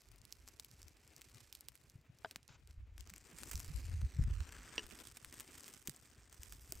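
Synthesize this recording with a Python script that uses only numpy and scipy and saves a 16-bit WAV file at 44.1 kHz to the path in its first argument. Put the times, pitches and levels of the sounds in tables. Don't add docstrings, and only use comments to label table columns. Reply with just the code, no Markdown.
import sys
import numpy as np
from scipy import signal
from scipy.fft import rfft, irfft
from scipy.io import wavfile
from scipy.ndimage import map_coordinates

SR = 44100
rng = np.random.default_rng(int(sys.argv[2]) if len(sys.argv) > 2 else 0)


def output_pcm(signal):
    pcm = np.clip(np.atleast_2d(signal).T, -1, 1) * 32767
    wavfile.write(sys.argv[1], SR, np.round(pcm).astype(np.int16))


def invert_db(x):
    u = np.asarray(x, float) / 20
    return 10 ** u


N = 299880
HZ = np.fft.rfftfreq(N, 1 / SR) + 1e-3

# (time [s], rustle level [dB], sleeve turned away [0-1])
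CLOTH = [(0.0, -71.5, 0.17), (0.6, -75, 0.16), (1.2, -72.5, 0.22), (1.9, -78.5, 0.09), (2.1, -89, 0.14),
         (2.62, -85, 0.23), (2.92, -102, 0), (3.0, -72, 0.34), (3.25, -72.5, 0.27), (3.52, -63.5, 0.06),
         (4.3, -70.5, 0.61), (4.7, -64.5, 0.69), (4.95, -61, 0.18), (5.3, -69.5, 0.21), (5.7, -62.5, 0.13),
         (5.88, -74.5, 0.05), (6.25, -73.5, 0.37), (6.5, -64.5, 0)]
# (frequency [Hz], level per Hz [dB])
BRIGHT = [(1500, -17), (3000, -5.5), (5700, -0.5), (6900, -4), (7600, 0), (9000, -4), (10500, -39.5),
          (13000, -76)]
DULL = [(250, -1), (600, -7), (1200, -2), (2500, -2.5), (3100, -10), (5000, -25), (10000, -18)]
TOP = [(8000, -24), (9500, 4.5), (11200, 5.5), (13000, -3.5), (14800, 3.5), (15700, -2.5), (16100, -12)]


def handling():
    # (time [s], level [dB])
    knife_hits = [
        (2.2465, -31.5),
        (2.2479, -30),
        (2.2512, -46),
        (2.258, -40.5),
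    ]
    rod_hits = [
        (4.7801, -27.5),
        (4.7816, -33.5),
        (4.7838, -37.5),
        (4.7932, -37.5),
    ]
    # (frequency [Hz], level [dB], time to fall 60 dB [s])
    knife = [(416, -9, 0.021), (642, -18.5, 0.065), (740, -15, .015), (960, -5, 0.011),
             (1565, -15.5, 0.027), (1660, -11.5, 0.017), (2620, -31, 0.021), (3170, -13, 0.011),
             (3980, -22, 0.021), (4830, -19, 0.0074)]
    rod = [(340, -21.5, 0.26), (416.5, -15, 0.13), (1000, -13.5, 0.05), (1694, -10, 0.026),
           (2786, -7.5, 0.032), (2923, -1, 0.033), (4200, -9.5, 0.0062), (4780, -10.5, 0.014),
           (5740, -9, 0.026), (6900, -38, .01)]
    # (time [s], level [dB])
    slide = [
        (2.483, -100),
        (2.49, -72.5),
        (2.5, -81),
        (2.56, -82),
        (2.575, -100),
    ]
    # (time [s], level [dB], frequency [Hz], time to fall 60 dB [s])
    bumps = [
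        (2.363, -44.5, 180, 0.014),
        (5.8846, -43.5, 193, 0.046),
        (5.8853, -45, 340, 0.022),
        (6.7242, -49, 380, 0.046),
        (6.7262, -51, 650, 0.018),
        (5.897, -42.5, 140, 0.034),
    ]
    slide_db, = in_time(slide)
    drag = invert_db(slide_db + drift(60)) * rng.standard_normal(N)
    blade = sum(ring(drag, hz, t60 / 2) for hz, db, t60 in knife[4:])
    dragged = low_pass(invert_db(17.5) * drag + invert_db(-16) * blade, 8500)
    thuds = sum(ring(clicks([(s, db)]), hz, t60) for s, db, hz, t60 in bumps)
    return laid_down(knife_hits, knife, 0.2) + laid_down(rod_hits, rod, 0.21) + dragged + thuds


def laid_down(hits, modes, soft):
    out = np.zeros(N)
    for k, (hz, db, t60) in enumerate(modes):
        uneven_db = [0, 1.2] * rng.standard_normal((len(hits), 2))
        blows = clicks(np.array(hits) + uneven_db)
        sign = (-1) ** (k // 2)
        out += sign * invert_db(db) * ring(blows, hz, t60)
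    return signal.lfilter([(1 - soft) ** 2], [1, -2 * soft, soft ** 2], out)


def snaps():
    rise_ms = 0.34
    first_break = 1.58
    length = 1500
    bright, dull = np.zeros((2, N + length))
    t = np.arange(length) / SR
    for (s, db, dull_db, t60_ms), noise in zip(all_snaps(), rng.standard_normal((230, length))):
        at = round((s - .0001) * SR)
        rise = np.minimum(1e3 * t / rise_ms + 0.5, 1)
        fall = invert_db(-60e3 * t / max(t60_ms - 1.2, 1)) + invert_db(-25 - 60 * t / 0.048)
        crack = noise * rise * fall
        crack[2] += first_break * np.sign(noise[-1])
        middle = np.convolve(crack[:30], [0.79, 0.22, -0.22, -0.79])
        crack /= np.sqrt(np.mean(middle ** 2))
        bright[at:at + length] += invert_db(db - 5.5) * crack
        dull[at:at + length] += invert_db(db + dull_db - 5.0) * crack
    top = invert_db(-1.4 + 0.6 * arm()[2]) * bright[:N]
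    thin = signal.lfilter([1, -1], [1, -.88], dull[:N])
    return colour(bright[:N], BRIGHT) + colour(top, TOP) + colour(thin, DULL)


def all_snaps():
    # (time [s], peak level [dB], dull part against it [dB])
    crust = [(0.0876, -53, -30), (0.2166, -50, -24), (0.2525, -44.5, -32), (0.3251, -35.5, -19),
             (0.4773, -45, -0.5), (0.487, -43.5, -6.5), (0.598, -34.5, -19), (0.647, -42, -25),
             (0.714, -50.5, -27), (0.818, -45, -26), (0.8299, -44.5, -24), (0.8826, -48, 1.5),
             (1.0772, -49.5, -22), (1.1645, -43, -31), (1.212, -50, -16), (1.2177, -42, -10),
             (1.3463, -48, -27), (1.5269, -38, -21), (1.5515, -38.5, -19), (1.6086, -42, -9),
             (1.6857, -35.5, -16), (1.7547, -46.5, -15), (1.8987, -49.5, -28), (2.187, -55, -15),
             (2.3113, -39, -12.5), (2.3598, -33.5, -4.5), (2.43, -52.5, -25), (2.4796, -47.5, -22),
             (2.6745, -51, -19), (2.7095, -53, -17)]
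    # (time [s], peak level [dB], dull part against it [dB])
    seams = [(2.98, -44, -5.5), (3.0078, -41, -18), (3.0741, -48.5, -1.5), (3.0968, -47, 1),
             (3.101, -41, -11), (3.138, -42.5, -2), (3.1619, -42.5, -5), (3.181, -42.5, -15),
             (3.434, -37, 0), (3.5559, -33, -16), (3.577, -39.5, -25), (3.5959, -37, -14),
             (3.6616, -46.5, -17), (3.7615, -41.5, -11), (4.0163, -55, 16.5), (4.2387, -44, -1),
             (4.9101, -56.5, 21.5), (5.247, -41, 1.5), (5.326, -42.5, -7), (5.341, -43.5, -6),
             (5.399, -36.5, -10), (5.4058, -36.5, -5), (5.7392, -43, -12), (5.8741, -29, -13),
             (5.8788, -38.5, -3.5), (5.8955, -33.5, -13), (5.9631, -46, -8), (6.433, -38, -20),
             (6.6464, -59.5, -34.5), (6.7226, -30, -12.5)]
    # (time [s], peak level [dB], time to fall 60 dB [ms])
    rubs = [(0.0183, -57.5, 14), (3.3857, -43, 26), (3.513, -39.5, 49), (3.5321, -42.5, 39),
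            (3.6013, -37.5, 7.7), (4.4052, -43, 5.7), (4.523, -43, 6.1), (4.5836, -51, 27),
            (4.6714, -53, 6.9), (4.756, -48.5, 29), (5.114, -52, 21), (6.5696, -63, 3.6), (4.9016, -50, 8),
            (4.949, -52, 12), (5.0019, -46, 7), (5.071, -44.5, 21), (5.1703, -42.5, 24),
            (5.5813, -46.5, 18), (5.68, -45, 16), (6.3267, -49, 19), (6.5238, -42, 8.3)]
    crust_t60_ms, seam_t60_ms, rub_dull_db = 2.8, 4, -5
    strays_per_s, stray_db, stray_spread_db, stray_dull_db = 11, 14.5, 2.5, -7
    rows = [(*row, crust_t60_ms) for row in crust]
    rows += [(*row, seam_t60_ms) for row in seams]
    rows += [(s, db, rub_dull_db, t60_ms) for s, db, t60_ms in rubs]
    gap, size, body = rng.random((150, 3)).T
    s = np.cumsum(-np.log(gap) / strays_per_s)
    rustle_db = np.interp(s, *np.transpose(CLOTH)[:2])
    db = rustle_db + stray_db + stray_spread_db * np.minimum(-np.log(size), 2)
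    strays = zip(s, db, stray_dull_db + 10 * (body - .5), seam_t60_ms * (.5 + body))
    return rows + [row for row in strays if row[0] < N / SR]


def cloth():
    rustle_db, dull_db, top_db = arm()
    rustle_db = rustle_db + 1.0 * drift(6)
    clump_db = 2.36 * drift(54)
    born = rng.random(N) < 400 * invert_db(clump_db) / SR
    sizes = invert_db(3.5 + 1.46 * np.minimum(rng.exponential(1, N), 3.0))
    grains = signal.lfilter([1], [1, -invert_db(-60 / (0.0049 * SR))], born * sizes)
    envelope = .5 * invert_db(clump_db) + grains
    bright, dull = envelope * invert_db(rustle_db - 1.82) * rng.standard_normal((2, N))
    hiss = colour(bright, BRIGHT)
    hiss = hiss + colour(invert_db(dull_db - 3.8) * dull, DULL)
    hiss = hiss + colour(invert_db(top_db - 3.2) * bright, TOP)
    return low_pass(hiss, 15800)


def arm():
    # (time [s], half length [s], change of rustle level [dB])
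    swishes = [(0.16, 0.18, -7.5), (0.298, .05, 3.5), (0.733, 0.087, 0.5), (0.966, .08, -3.5),
               (1.388, 0.052, 4), (1.564, 0.053, 4), (2.276, 0.094, 13), (2.714, 0.037, 11),
               (3.38, 0.13, 6.5), (3.917, 0.065, 0), (4.537, 0.076, 4), (4.869, 0.022, -9),
               (5.367, 0.059, 5.5), (5.572, 0.08, 3.5), (6.003, 0.11, 3.5), (6.437, .06, 0.5),
               (6.604, 0.13, -6.5), (6.743, 0.031, -1)]
    dull_facing_db, dull_turn_db = -5, 18.5
    top_facing_db, top_turn_db = 4, -24.5
    rustle_db, turned = in_time(CLOTH)
    t = np.arange(N) / SR
    for s, half_s, db in swishes:
        rustle_db = rustle_db + db * np.exp(-((t - s) / max(half_s, .02)) ** 2)
    return rustle_db, dull_facing_db + dull_turn_db * turned, top_facing_db + top_turn_db * turned


def wind():
    # (time [s], rumble level [dB])
    gusts = [(0.0, -90), (0.11, -53), (0.28, -73), (0.5, -60), (0.72, -72.5), (0.85, -55.5), (0.93, -70),
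             (2.56, -70), (2.8, -49.5), (3.33, -65.5), (3.6, -44), (3.84, -43.5), (4.02, -36), (4.13, -58),
             (4.2, -32), (4.68, -62.5), (6.04, -69.5), (6.5, -58.5)]
    # (time [s], peak level [dB], frequency [Hz])
    eddy_rows = [(2.774, -39.5, 62), (3.544, -31.5, 63.6), (3.686, -31.5, 63), (3.933, -28.5, 93.5),
                 (4.039, -24.5, 74), (4.205, -21, 62), (4.3, -27, 85), (4.4, -32, 77.5), (2.491, -62, 193),
                 (3.111, -52, 188), (3.33, -53, 168), (3.54, -46, 160), (3.699, -39.5, 149),
                 (3.939, -54, 141), (4.84, -48, 46.3), (5.27, -54, 55), (6.391, -44, 69), (6.751, -44, 60)]
    # (frequency [Hz], level per Hz [dB])
    rumble_tone = [(15, -64), (28, -32), (45, 17), (80, 13), (110, 0), (200, -54), (500, -83)]
    buffet_tone = [(60, -37), (110, 9), (160, -2), (220, -18), (350, -47), (800, -72)]
    flutter_tone = [(140, -18), (230, 2.5), (400, -2), (600, -10.5), (1200, -10.5), (2600, -9.5),
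                    (5000, -26)]
    buffet_calm_db, buffet_gust_db, buffet_follows = -73.5, -54.5, 2.37
    flutter_calm_db, flutter_arm_db = -84.5, -9
    gust_db, = in_time(gusts)
    white = rng.standard_normal((3, N))
    lumps_db = 2.5 * drift(20)
    rumble = colour(white[0], rumble_tone) * invert_db(gust_db + lumps_db - 3.2)
    buffet = invert_db(buffet_calm_db) + invert_db(buffet_gust_db + buffet_follows * (gust_db + 39.5))
    buffet = buffet * colour(white[1], buffet_tone) * invert_db(-5.5 + 8.2 * drift(31))
    flutter = invert_db(flutter_calm_db) + invert_db(flutter_arm_db + arm()[0])
    flutter = flutter * colour(white[2], flutter_tone) * invert_db(1.5 + 3.7 * drift(27))
    eddies = sum(ring(ring(clicks([(s, db - 41.5)]), hz, 0.047), hz, 0.067) for s, db, hz in eddy_rows)
    return rumble + buffet + flutter + eddies


def far_hiss():
    # (frequency [Hz], level per Hz [dB])
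    far_tone = [(180, -25), (300, -2), (650, -6), (1130, -15), (2360, -7), (3100, -16), (7000, -23),
                (12500, -48)]
    return invert_db(-82.5 + 1.9 * drift(3)) * colour(rng.standard_normal(N), far_tone)


def sleeve_echoes(x):
    # (time [s], extra path [ms], strength [0-1])
    hand_echo = [(0, 0.18, 0.2), (.9, 0.17, 0.13), (1.2, 0.15, 0), (2.9, 0.2, 0.04), (3.4, 0.11, 0.3),
                 (3.8, 0.19, 0), (4.9, 0.11, 0.18), (6.8, 0.14, 0.22)]
    snow_echo = [(3.6, .42, .1), (3.85, .42, .35), (4.15, .5, .4), (4.4, .72, .33), (4.7, .6, .25),
                 (5.0, .6, .15)]
    return echoed(echoed(x, hand_echo), snow_echo)


def echoed(x, path):
    path_ms, strength = in_time(path)
    echo = map_coordinates(x, [np.arange(N) - path_ms * SR / 1000], order=3)
    return (x + np.clip(strength, 0, 1) * echo) / np.sqrt(1 + strength ** 2)


def ports(x, balance):
    # (frequency [Hz], level [dB])
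    apart = [(60, -11), (300, -14), (700, -5), (2000, -17.5), (3200, -5.5), (6000, -15.5), (9000, -14.5),
             (16000, -14.5)]
    # (frequency [Hz], gain [dB])
    left_gain = [(60, .6), (700, 2.0), (1700, 0), (15000, 0)]
    # (frequency [Hz], phase lead [radians])
    left_lead = [(0, 0), (2500, 0), (3400, .35), (5500, 0), (7900, .3), (8700, -.3), (9500, -2.0),
                 (15400, -12.6)]
    side = rfft(x * balance) * invert_db(at_hz(apart))
    lead = np.interp(HZ, *np.transpose(left_lead))
    half_gain_db = at_hz(left_gain) / 2
    left = (rfft(x) + side) * invert_db(half_gain_db)
    right = (rfft(x) - side) * invert_db(-half_gain_db) * np.exp(-1j * lead)
    return irfft(np.array([left, right]), N)


def rms_one(x):
    return x / np.sqrt(np.mean(x ** 2) + 1e-20)


def in_time(rows):
    s, *columns = np.transpose(rows)
    return [np.interp(np.arange(N) / SR, s, c) for c in columns]


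def at_hz(points):
    hz, db = np.transpose(points)
    return np.interp(np.log(HZ), np.log(hz + 1), db)


def colour(x, points):
    return irfft(rfft(x) * rms_one(invert_db(at_hz(points))), N)


def drift(per_s):
    r = np.exp(-2 * np.pi * per_s / SR)
    wander = signal.lfilter([1], [1, -2 * r, r * r], rng.standard_normal(N + SR))
    return rms_one(wander[SR:])


def clicks(rows):
    s, db = np.transpose(rows)
    out = np.full(N, 1e-18)
    np.add.at(out, (s * SR).astype(int), invert_db(db))
    return out


def ring(x, hz, t60):
    r = invert_db(-60 / (t60 * SR))
    w = 2 * np.pi * hz / SR
    return signal.lfilter([0, np.sin(w)], [1, -2 * r * np.cos(w), r * r], x)


def low_pass(x, hz):
    return signal.sosfilt(signal.cheby2(12, 60, hz * 1.02, fs=SR, output="sos"), x)


def scene():
    spread = wind() + sleeve_echoes(cloth() + snaps()) + far_hiss()
    return ports(handling(), 0.22) + ports(spread, drift(23.0))


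def top_cut(x):
    return signal.sosfilt(signal.butter(12, 16940, fs=SR, output="sos"), x)


def record(dry):
    mix = low_pass(dry, 16600)
    return top_cut(mix)


dry = scene()
out = record(dry)
output_pcm(out)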